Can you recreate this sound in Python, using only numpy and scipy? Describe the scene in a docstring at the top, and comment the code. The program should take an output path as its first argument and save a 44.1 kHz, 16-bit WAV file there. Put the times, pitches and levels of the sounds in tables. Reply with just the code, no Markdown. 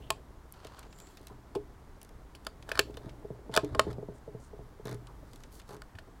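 """A sharp steel clack, then hands rubbing and ticking on an air rifle, close by on a wooden garden table.
The bolt is lifted, drawn back and slammed home: each impact excites the damped modes of the steel action
and of the boards beneath. The rifle rocks on its bipod in dull pairs of thuds; friction adds scrapes and
a thin squeak. The table creaks under the hands, and a faint echo and still outdoor air lie behind."""
import sys
import numpy as np
from scipy import signal
from scipy.io import wavfile

SR = 44100
rng = np.random.default_rng(int(sys.argv[2]) if len(sys.argv) > 2 else 0)


def store_wav(level_fs):
    """Save 16-bit WAV to argv[1]."""
    pcm = np.round(np.clip(np.atleast_2d(level_fs), -1, 1) * 32767)
    wavfile.write(sys.argv[1], SR, pcm.T.astype(np.int16))


N = 273420
CLOCK = np.arange(N) / SR
AGE = np.arange(SR // 2) / SR  # seconds since a blow

# Modes of the rifle resting on the boards. 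Each row: frequency in Hz, relative level in dB, t60 in seconds.
BOARD_MODES = [(266, -29.5, 0.18), (295.3, -11, 0.2), (325, -16, 0.091), (394, -6, .07), (418.6, -7, 0.15),
               (463, -3, 0.048), (535, -11, 0.023), (591, -12.5, 0.07), (647, -9, 0.088),
               (840, -13.5, 0.022), (868, -13, 0.059)]
# Bass modes of the table top. Each row: frequency in Hz, relative level in dB, t60 in seconds.
TABLE_MODES = [(63.6, -10, 0.29), (121.2, 3, 0.42), (138.6, -0.5, 0.17), (180, 4.5, 0.056)]


def clacks():
    """Impact excitation: steel strikes steel with a noisy snap and sets action, boards and top ringing."""
    # Impacts in the action. Each row: start in seconds; thud, clang and snap levels in dB;
    # pitches of thud, struck part and chatter in Hz; t60 of the chatter in seconds.
    impacts = [(0.1036, -28.5, -25.5, -32.5, 890, 990, 3440, 0.016),
               (1.5503, -41.5, -42, -50.5, 900, 1080, 2960, 0.072),
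               (2.3494, -71, -52.5, -54.5, 650, 2540, 2660, 0.078),
               (2.4665, -42.5, -36, -40, 650, 1350, 2700, 0.023),
               (2.6899, -45.5, -44.5, -49, 650, 1480, 2800, .048),
               (2.716, -37, -31.5, -42.5, 630, 1610, 2725, 0.026),
               (2.754, -51.5, -39, -48, 650, 2050, 2500, 0.016),
               (2.7745, -47, -36.5, -43.5, 700, 1240, 1476, .015),
               (2.7918, -25, -20, -24, 480, 1616, 3000, 0.025),
               (2.9705, -46, -44, -52.5, 500, 4160, 2550, 0.0073),
               (3.539, -49, -37, -39.5, 650, 4440, 1660, 0.018),
               (3.5498, -39, -60, -40, 650, 4450, 2292, 0.017),
               (3.563, -27, -28.5, -27.5, 660, 4900, 2100, 0.019),
               (3.5744, -21.5, -22.5, -31, 660, 1260, 2150, 0.006),
               (3.748, -44, -34.5, -48, 700, 1020, 1600, 0.031),
               (3.7941, -22, -16.5, -28.5, 680, 1290, 1920, 0.017),
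               (5.819, -58, -47, -54, 690, 1440, 2700, 0.01),
               (5.9524, -76, -52.5, -69, 690, 1580, 3530, .05),
               (5.986, -54, -44.5, -59, 700, 1680, 3630, .044)]
    # Modes of the action. Each row: frequency in Hz, relative level in dB, t60 in seconds.
    steel_modes = [(854, 17, 0.011), (1066, 1.5, 0.06), (1267, 1, 0.034), (1280, -6, 0.012),
                   (1417, 0.5, 0.024), (1600, 9, 0.0094), (1787, 10, 0.023), (2040, -28, 0.023),
                   (2160, -16.5, 0.011), (2387, 12, 0.0053), (2986, 9.5, 0.02), (3630, -9.5, 0.071),
                   (3600, -31, .035), (3930, -59, 0.016), (4190, -9, 0.058), (4510, -27, 0.029),
                   (4770, -8, 0.033), (5440, -19, 0.028)]
    # Spectrum of a steel contact. Each row: frequency in Hz, relative level in dB.
    snap_spectrum = [(2000, -37.5), (3500, 0.5), (4600, 4), (6200, -9), (7300, -4), (10200, -7),
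                     (12500, -11), (16000, -13)]
    hand_damping = amp(-60 * AGE / 0.38)  # the hand on the bolt damps the stock
    out = np.zeros(N)
    for start, thud_db, clang_db, snap_db, thud_hz, part_hz, chatter_hz, t60 in impacts:
        steel = ring(steel_modes, part_hz, focus_db=15, octaves=0.33, rise=0.00044, scatter=0.34)
        chatter = unit_blow(band(contact(t60, rise=0.00033), chatter_hz / 1.64, chatter_hz * 1.235))
        chatter_db = -4.5 + 0.24 * (clang_db + 20.5)  # hard blows chatter, light ones ring more cleanly
        clang = amp(-3) * steel + amp(chatter_db) * chatter
        db_per_octave = -1.5 + 5.5 * np.log2(chatter_hz / 3000)  # harder contacts snap more brightly
        tilted = [(hz, db + db_per_octave * np.log2(hz / 6000)) for hz, db in snap_spectrum]
        snap = unit_blow(colour(contact(t60 * 0.54, rise=0.0018), tilted))
        add(out, start, amp(clang_db) * clang + amp(snap_db) * snap)
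        hiss = unit_blow(band(contact(t60=0.03, rise=0.002), 900, 11000))
        add(out, start - 0.004, amp(clang_db - 39) * hiss)  # a faint hiss just ahead softens the attack
        thud = ring(BOARD_MODES, thud_hz, focus_db=22.5, octaves=0.7, rise=0.00053, scatter=0.39)
        add(out, start, amp(thud_db) * unit_blow(thud * hand_damping))
        bass = ring(TABLE_MODES, 70, focus_db=17.5, octaves=0.62, rise=0.002, scatter=0.32)
        add(out, start, amp(thud_db - 17.5) * bass)
    return out


def clack_colour(x):
    """Spectral shaping: fixed peaks and notches colour the clacks."""
    # Peaks and notches. Each row: centre in Hz, half-width in octaves, gain in dB.
    bands = [(290, .25, -3), (770, .07, -9), (1520, .13, 3.5), (1980, .12, -10), (2450, .1, 3),
             (3950, .13, -5), (9700, .12, 3)]
    hz = np.geomspace(50, 16000, 400)
    db = sum(gain_db * bell(np.log2(hz / centre_hz), width) for centre_hz, width, gain_db in bands)
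    return colour(x, np.c_[hz, db])


def knock(bass_db, thud_db, thud_hz):
    """Soft impact: a padded blow excites only the low modes of the boards and the table top."""
    rise = 0.00099 * (430 / thud_hz) ** 3  # seconds; deeper knocks come on more softly
    boards = ring(BOARD_MODES, thud_hz, focus_db=8, octaves=0.49, rise=rise, scatter=0.22)
    top = ring(TABLE_MODES, 180, focus_db=7.5, octaves=0.45, rise=0.0016, scatter=0.21)
    return amp(thud_db) * boards + amp(bass_db) * top


def bumps():
    """Inelastic rebound: the rifle bumps the table, and a heavy bump lands again more weakly."""
    # Single bumps. Each row: start in seconds, bass level in dB, thud level in dB, thud pitch in Hz.
    landings = [(0.652, -67, -44.5, 590), (1.307, -47, -50, 416), (1.556, -40.5, -26.5, 406),
                (2.897, -57, -40.5, 387), (3.063, -38, -44, 302), (3.495, -40, -39.5, 513),
                (3.633, -35, -28.5, 300), (3.752, -37.5, -34, 450), (3.866, -32, -32, 363),
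                (3.912, -42, -45, 410), (3.983, -37, -38.5, 506), (4.796, -49.5, -46.5, 440)]
    bounce_above_db, bounce_s, bounce_db = -34, 0.012, -9
    out = np.zeros(N)
    for start, bass_db, thud_db, thud_hz in landings:
        add(out, start, knock(bass_db, thud_db, thud_hz))
        if thud_db > bounce_above_db:
            add(out, start + bounce_s, amp(bounce_db) * knock(bass_db, thud_db, thud_hz))
    return out


def rocking():
    """Load transfer: one foot of the bipod taps the boards, then the other takes the weight."""
    # Rocking motions. Each row: start in seconds, gap to the second foot in seconds, level in dB.
    rocks = [(3.246, 0.058, -38.5), (4.0282, 0.058, -38), (4.277, .0695, -40), (4.532, 0.059, -43.5)]
    # First and second foot. Each row: bass and thud levels in dB relative to the rock's, thud pitch in Hz.
    feet = [(-5, 0.5, 470), (0, -1, 440)]
    out = np.zeros(N)
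    for start, gap, db in rocks:
        for landing, foot in zip((start, start + gap), feet):
            add(out, landing, amp(db) * knock(*foot))
    return out


def drags():
    """Stick-slip motion: the feet judder over the boards, each slip a thud and tick weaker than the last."""
    # Shifts of the rifle. Each row: start and end in seconds, thud level in dB, tick level in dB.
    shifts = [(4.855, 4.96, -40, -53), (5.692, 5.775, -48.5, -59)]
    slip_period_s, jitter_s, fade_db_per_s = 0.0183, 0.0015, -38
    out = np.zeros(N)
    for start, end, thud_db, tick_db in shifts:
        for at in np.arange(start, end, slip_period_s):
            slip = knock(thud_db + 0.5, thud_db, thud_hz=387) + tick(tick_db, bright_db=-4.5)
            add(out, at + jitter_s * rng.standard_normal(), amp(fade_db_per_s * (at - start)) * slip)
    return out


def slides():
    """Sliding friction: steel passing over rough steel gives a gritty scrape."""
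    # Level curves, one list a stroke. Each row: time in seconds, level in dB.
    strokes = [
        [(2.66, -73), (2.69, -51), (2.75, -52.5), (2.80, -48.5), (2.84, -68), (2.9, -91), (3.05, -58.5),
         (3.15, -85)],
        [(3.51, -73), (3.545, -40.5), (3.59, -49), (3.63, -61), (3.76, -61.5), (3.92, -54)],
        [(4.84, -90), (4.86, -46), (4.95, -59), (4.98, -89)],
    ]
    # Spectrum of the scrape. Each row: frequency in Hz, relative level in dB.
    scrape = [(300, -15), (900, 14), (1700, 8.5), (2200, 2.5), (2700, -17), (3600, 3), (6000, -10),
              (10000, -12.5), (16000, -33)]
    return friction(scrape, grain_db=4.5, grains_per_s=500) * sum(level(curve) for curve in strokes)


def tick(db, bright_db):
    """Frequency-dependent damping: a light touch gives a very short burst whose treble dies first."""
    low = unit_blow(band(contact(t60=0.041, rise=0.0003), 730, 4600))
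    middle = unit_blow(band(contact(t60=0.012, rise=0.00045), 3000, 9400))
    top = unit_blow(band(contact(t60=0.0047, rise=0.0001), 9330, 13700))
    return amp(db) * unit_blow(amp(-bright_db) * low + amp(6) * middle + amp(bright_db + 3.5) * top)


def ticks():
    """Light impacts: nails and small parts tick clearly, with faint random ticks while the hands work."""
    # Clear ticks. Each row: start in seconds, level in dB, brightness in dB from one band to the next.
    touches = [(0.5237, -51.5, 18), (0.538, -61, -21), (0.6473, -52, -9), (0.669, -53, -7),
               (0.7925, -52.5, 0), (0.829, -56, -18), (0.987, -59, -1), (1.001, -54.5, -4),
               (1.1712, -58, -4), (1.27, -51.5, -3), (2.015, -55.5, -4), (2.03, -55, 10), (2.048, -62, 0),
               (2.091, -63, -3), (2.449, -58.5, -3), (2.625, -55, -13), (3.093, -56, -25), (3.646, -52, -8),
               (3.913, -60, -8), (3.929, -57, -11), (5.07, -57, -11), (5.333, -57, -4), (5.359, -58, -2),
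               (5.598, -54, -15)]
    # Spells of handling. Each row: start and end in seconds.
    busy_spells = [(.53, 1.35), (2.85, 3.12), (3.502, 3.95), (5.248, 5.8)]
    faint_per_s, faint_db, spread_db = 11, -65.5, 11.5
    out = np.zeros(N)
    for start, db, bright_db in touches:
        add(out, start, tick(db, bright_db))
    for start, end in busy_spells:
        for place, size, brightness in rng.random((round((end - start) * faint_per_s), 3)):
            db = faint_db + spread_db * (2 * size - 1)
            add(out, start + place * (end - start), tick(db, bright_db=-22 + 15 * brightness))
    return out


def hands():
    """Friction noise: skin and cloth brush the stock in strokes that swell and fade."""
    # Spectrum of the rubbing. Each row: frequency in Hz, relative level in dB.
    rub_spectrum = [(300, 2), (900, 12.5), (1500, 8), (2150, -7), (2800, -2), (3900, -4.5), (4450, 0),
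                    (5200, -8), (7500, -9), (12500, -11), (16000, -10)]
    # Fingers and sleeves. Each row: start and end in seconds, level in dB, centre in Hz, width in octaves.
    strokes = [(0.0, 0.097, -65, 3050, 0.36), (0.477, 0.935, -58.5, 2150, 3.6),
               (0.855, 1.4, -69, 5630, 2.8), (1.289, 1.336, -56, 907, 1.1), (4.13, 4.2, -71, 7900, 0.62),
               (4.378, 4.5, -68, 7500, 0.76), (5.05, 5.13, -60.5, 1030, .8), (5.22, 5.52, -73, 7350, 1.4),
               (5.5, 5.62, -61.5, 8650, 1.5), (5.66, 5.773, -64, 7050, 1.7), (5.672, 5.772, -52, 720, 2.6)]
    slips = friction(rub_spectrum, grain_db=3.5, grains_per_s=400)
    out = np.zeros(N)
    for start, end, db, centre_hz, octaves in strokes:
        part = slips[round(start * SR):round(end * SR)]
        edge_ratio = 2 ** (octaves / 2)
        rub = unit_rms(band(part, centre_hz / edge_ratio, centre_hz * edge_ratio))
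        add(out, start, amp(db) * rub * signal.windows.tukey(len(rub), 0.55))
    return out


def squeak():
    """Amplitude modulation: tiny slips roughen the rising whistle of a sliding contact."""
    peak_s, half_width_s, pitch_hz, rise_hz_per_s = 1.01, 0.096, 7350, 1700
    hz = pitch_hz + rise_hz_per_s * (CLOCK - peak_s)
    grain = band(grit(grain_db=-1, grains_per_s=170), 14, 360)
    whistle = unit_rms(grain * np.cos(2 * np.pi * np.cumsum(hz) / SR))
    return amp(-64.5) * whistle * bell(CLOCK - peak_s, half_width_s)


def leaning():
    """Forced vibration: the shifting weight of the hands makes the table rumble, creak and heave."""
    # Response to the load. Each row: time in seconds, relative rumble and creak levels in dB.
    load_curve = [(0.0, -44.5, -58), (0.28, -55, -63), (2.5, -53, -63.5), (2.88, -44.5, -55),
                  (3.28, -51, -58.5), (3.56, -58, -58), (3.68, -59, -53), (3.8, -49, -48), (4.13, -57, -62),
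                  (5.15, -48.5, -60), (5.73, -56.5, -66), (6.2, -51.5, -65)]
    # Spectra of the table's rumble and creak. Each row: frequency in Hz, relative level in dB.
    rumble_spectrum = [(20, -17), (32, -12.5), (44, -5), (57, 8), (76, -16), (100, -5), (126, -1),
                       (190, -15), (400, -47.5)]
    creak_spectrum = [(120, -28), (230, 3), (295, 5), (340, 1), (420, 3), (520, -2.5), (650, -3),
                      (900, -8.5), (2000, -56)]
    # Pushes of the hands. Each row: peak time in seconds, half-width in seconds, level in dB.
    pushes = [(-0, 0.036, -47), (2.848, .06, -60), (3.747, 0.031, -35.5), (3.892, 0.059, -41.5),
              (5.96, 0.013, -46)]
    rumble = friction(rumble_spectrum, grain_db=-1, grains_per_s=8.5) * level(load_curve, column=1)
    creak = friction(creak_spectrum, grain_db=4, grains_per_s=82) * level(load_curve, column=2)
    push = sum(amp(db) * bell(CLOCK - peak_s, width) for peak_s, width, db in pushes)
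    heave = unit_rms(band(rng.standard_normal(N), 50, 104.9)) * push
    return amp(-4.5) * rumble + amp(2) * creak + heave


def garden_echo(x):
    """Reflection and scattering: table and hedges return one blurred near echo and a faint, short tail."""
    # Decay of the scattered sound. Each row: frequency in Hz, t60 in seconds.
    decay_times = [(150, 0.37), (500, 0.27), (1500, 0.12), (3500, 0.22), (8000, 0.17), (16000, 0.088)]
    hz, t, spectrogram = signal.stft(rng.standard_normal(len(AGE)), SR, nperseg=256)
    decay = amp(-60 * t / value_at(decay_times, hz)[:, None])
    tail = signal.istft(spectrogram * decay, SR, nperseg=256)[1][:len(AGE)]
    tail *= 1 - bell(AGE, 0.0058)
    near = band(contact(t60=0.0088, rise=0.0024), 960, 16000)
    response = amp(-22) * tail / np.linalg.norm(tail)
    add(response, 0.0165, amp(-28) * near / np.linalg.norm(near))
    return signal.oaconvolve(x, response)[:N]


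def air():
    """Stationary noise: the steady wash of the garden, strongest in the bass."""
    # Spectrum of the garden air. Each row: frequency in Hz, relative spectral density in dB.
    air_spectrum = [(12, -41), (20, -0.5), (65, -1.5), (146, -21), (182, -12.5), (222, -18), (319, -21.5),
                    (367, -17.5), (459, -28), (1000, -20.5), (2140, -31.5), (2460, -36.5), (3440, -37.5),
                    (6720, -41.5), (16000, -49)]
    return amp(-54) * unit_rms(colour(rng.standard_normal(N), air_spectrum))


def ring(modes, centre_hz, focus_db, octaves, rise, scatter):
    """Modal superposition: damped sines, boosted near centre_hz, their phases scattered (in cycles)."""
    hz, db, t60 = np.transpose(modes)[:, :, None]
    db = db + focus_db * bell(np.log2(hz / centre_hz), octaves)
    grip = 1 + 0.006 * rng.standard_normal(hz.shape)  # the hands shift each mode a little
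    cycles = hz * grip * AGE + scatter * rng.standard_normal(hz.shape)
    waves = amp(db - 60 * AGE / t60) * np.sin(2 * np.pi * cycles)
    return unit_blow(waves.sum(0) * (1 - bell(AGE, rise)))


def contact(t60, rise):
    """Exponential decay: a burst of noise that swells and dies away, with t60 and rise in seconds."""
    onset = 1 - bell(AGE, rise)
    return rng.standard_normal(len(AGE)) * onset * amp(-60 * AGE / t60)


def friction(spectrum, grain_db, grains_per_s):
    """Source and filter: gritty noise shaped by a spectrum, at rms 1."""
    return unit_rms(colour(grit(grain_db, grains_per_s), spectrum))


def grit(grain_db, grains_per_s):
    """Random modulation: tiny slips of uneven size make the level of a noise flicker."""
    knots = np.arange(0, N / SR + 1, 1 / grains_per_s)
    slips = amp(grain_db * np.interp(CLOCK, knots, rng.standard_normal(N)[:len(knots)]))
    return slips * rng.standard_normal(N)


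def colour(x, spectrum):
    """Minimum-phase filter with the given spectrum."""
    hz = abs(np.fft.fftfreq(4096, 1 / SR))
    log_gain = np.log(amp(value_at(spectrum, hz)))
    taps = np.fft.ifft(np.exp(np.conj(signal.hilbert(log_gain)))).real
    return signal.oaconvolve(x, taps)[:len(x)]


def band(x, low_hz, high_hz):
    """Band-pass filter."""
    return signal.sosfilt(signal.butter(2, [low_hz, min(high_hz, 0.48 * SR)], "band", fs=SR, output="sos"), x)


def value_at(points, hz):
    """Interpolation on a log-frequency axis."""
    known_hz, values = np.transpose(points)
    return np.interp(np.log(hz + 1), np.log(known_hz + 1), values)


def level(rows, column=1):
    """Gain over time from a dB curve, silent outside it."""
    rows = np.asarray(rows)
    return amp(np.interp(CLOCK, rows[:, 0], rows[:, column], left=-200, right=-200))


def bell(offset, half_width):
    """A bell curve that falls from 1 to 1/e at half_width."""
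    return np.exp(-(offset / half_width) ** 2)


def amp(db):
    """Decibels to gain."""
    return 10 ** (np.asarray(db) / 20)


def unit_rms(x):
    """Scales to rms 1."""
    return x / np.sqrt(np.mean(x ** 2) + 1e-20)


def unit_blow(x):
    """Scales a blow to the energy of a hundredth of a second at rms 1."""
    return x / np.sqrt(np.sum(x ** 2) / (SR / 100) + 1e-20)


def add(mix, start_s, sound):
    """Mixes a sound in at start_s."""
    part = mix[max(round(start_s * SR), 0):][:len(sound)]
    part += sound[:len(part)]


def scene():
    """Superposition: the rifle, its echo, the table and the air sum in one channel."""
    rifle = clack_colour(clacks()) + bumps() + rocking() + drags() + ticks() + hands() + squeak() + slides()
    return (rifle + garden_echo(rifle) + leaning() + air())[None]


def record(dry):
    """Band limiting: a linear-phase low-pass removes the highest treble."""
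    cutoff_hz = 16100
    taps = signal.firwin(301, cutoff_hz, window=("kaiser", 8), fs=SR)
    return signal.oaconvolve(dry, taps[None], "same")


dry = scene()
out = record(dry)
store_wav(out)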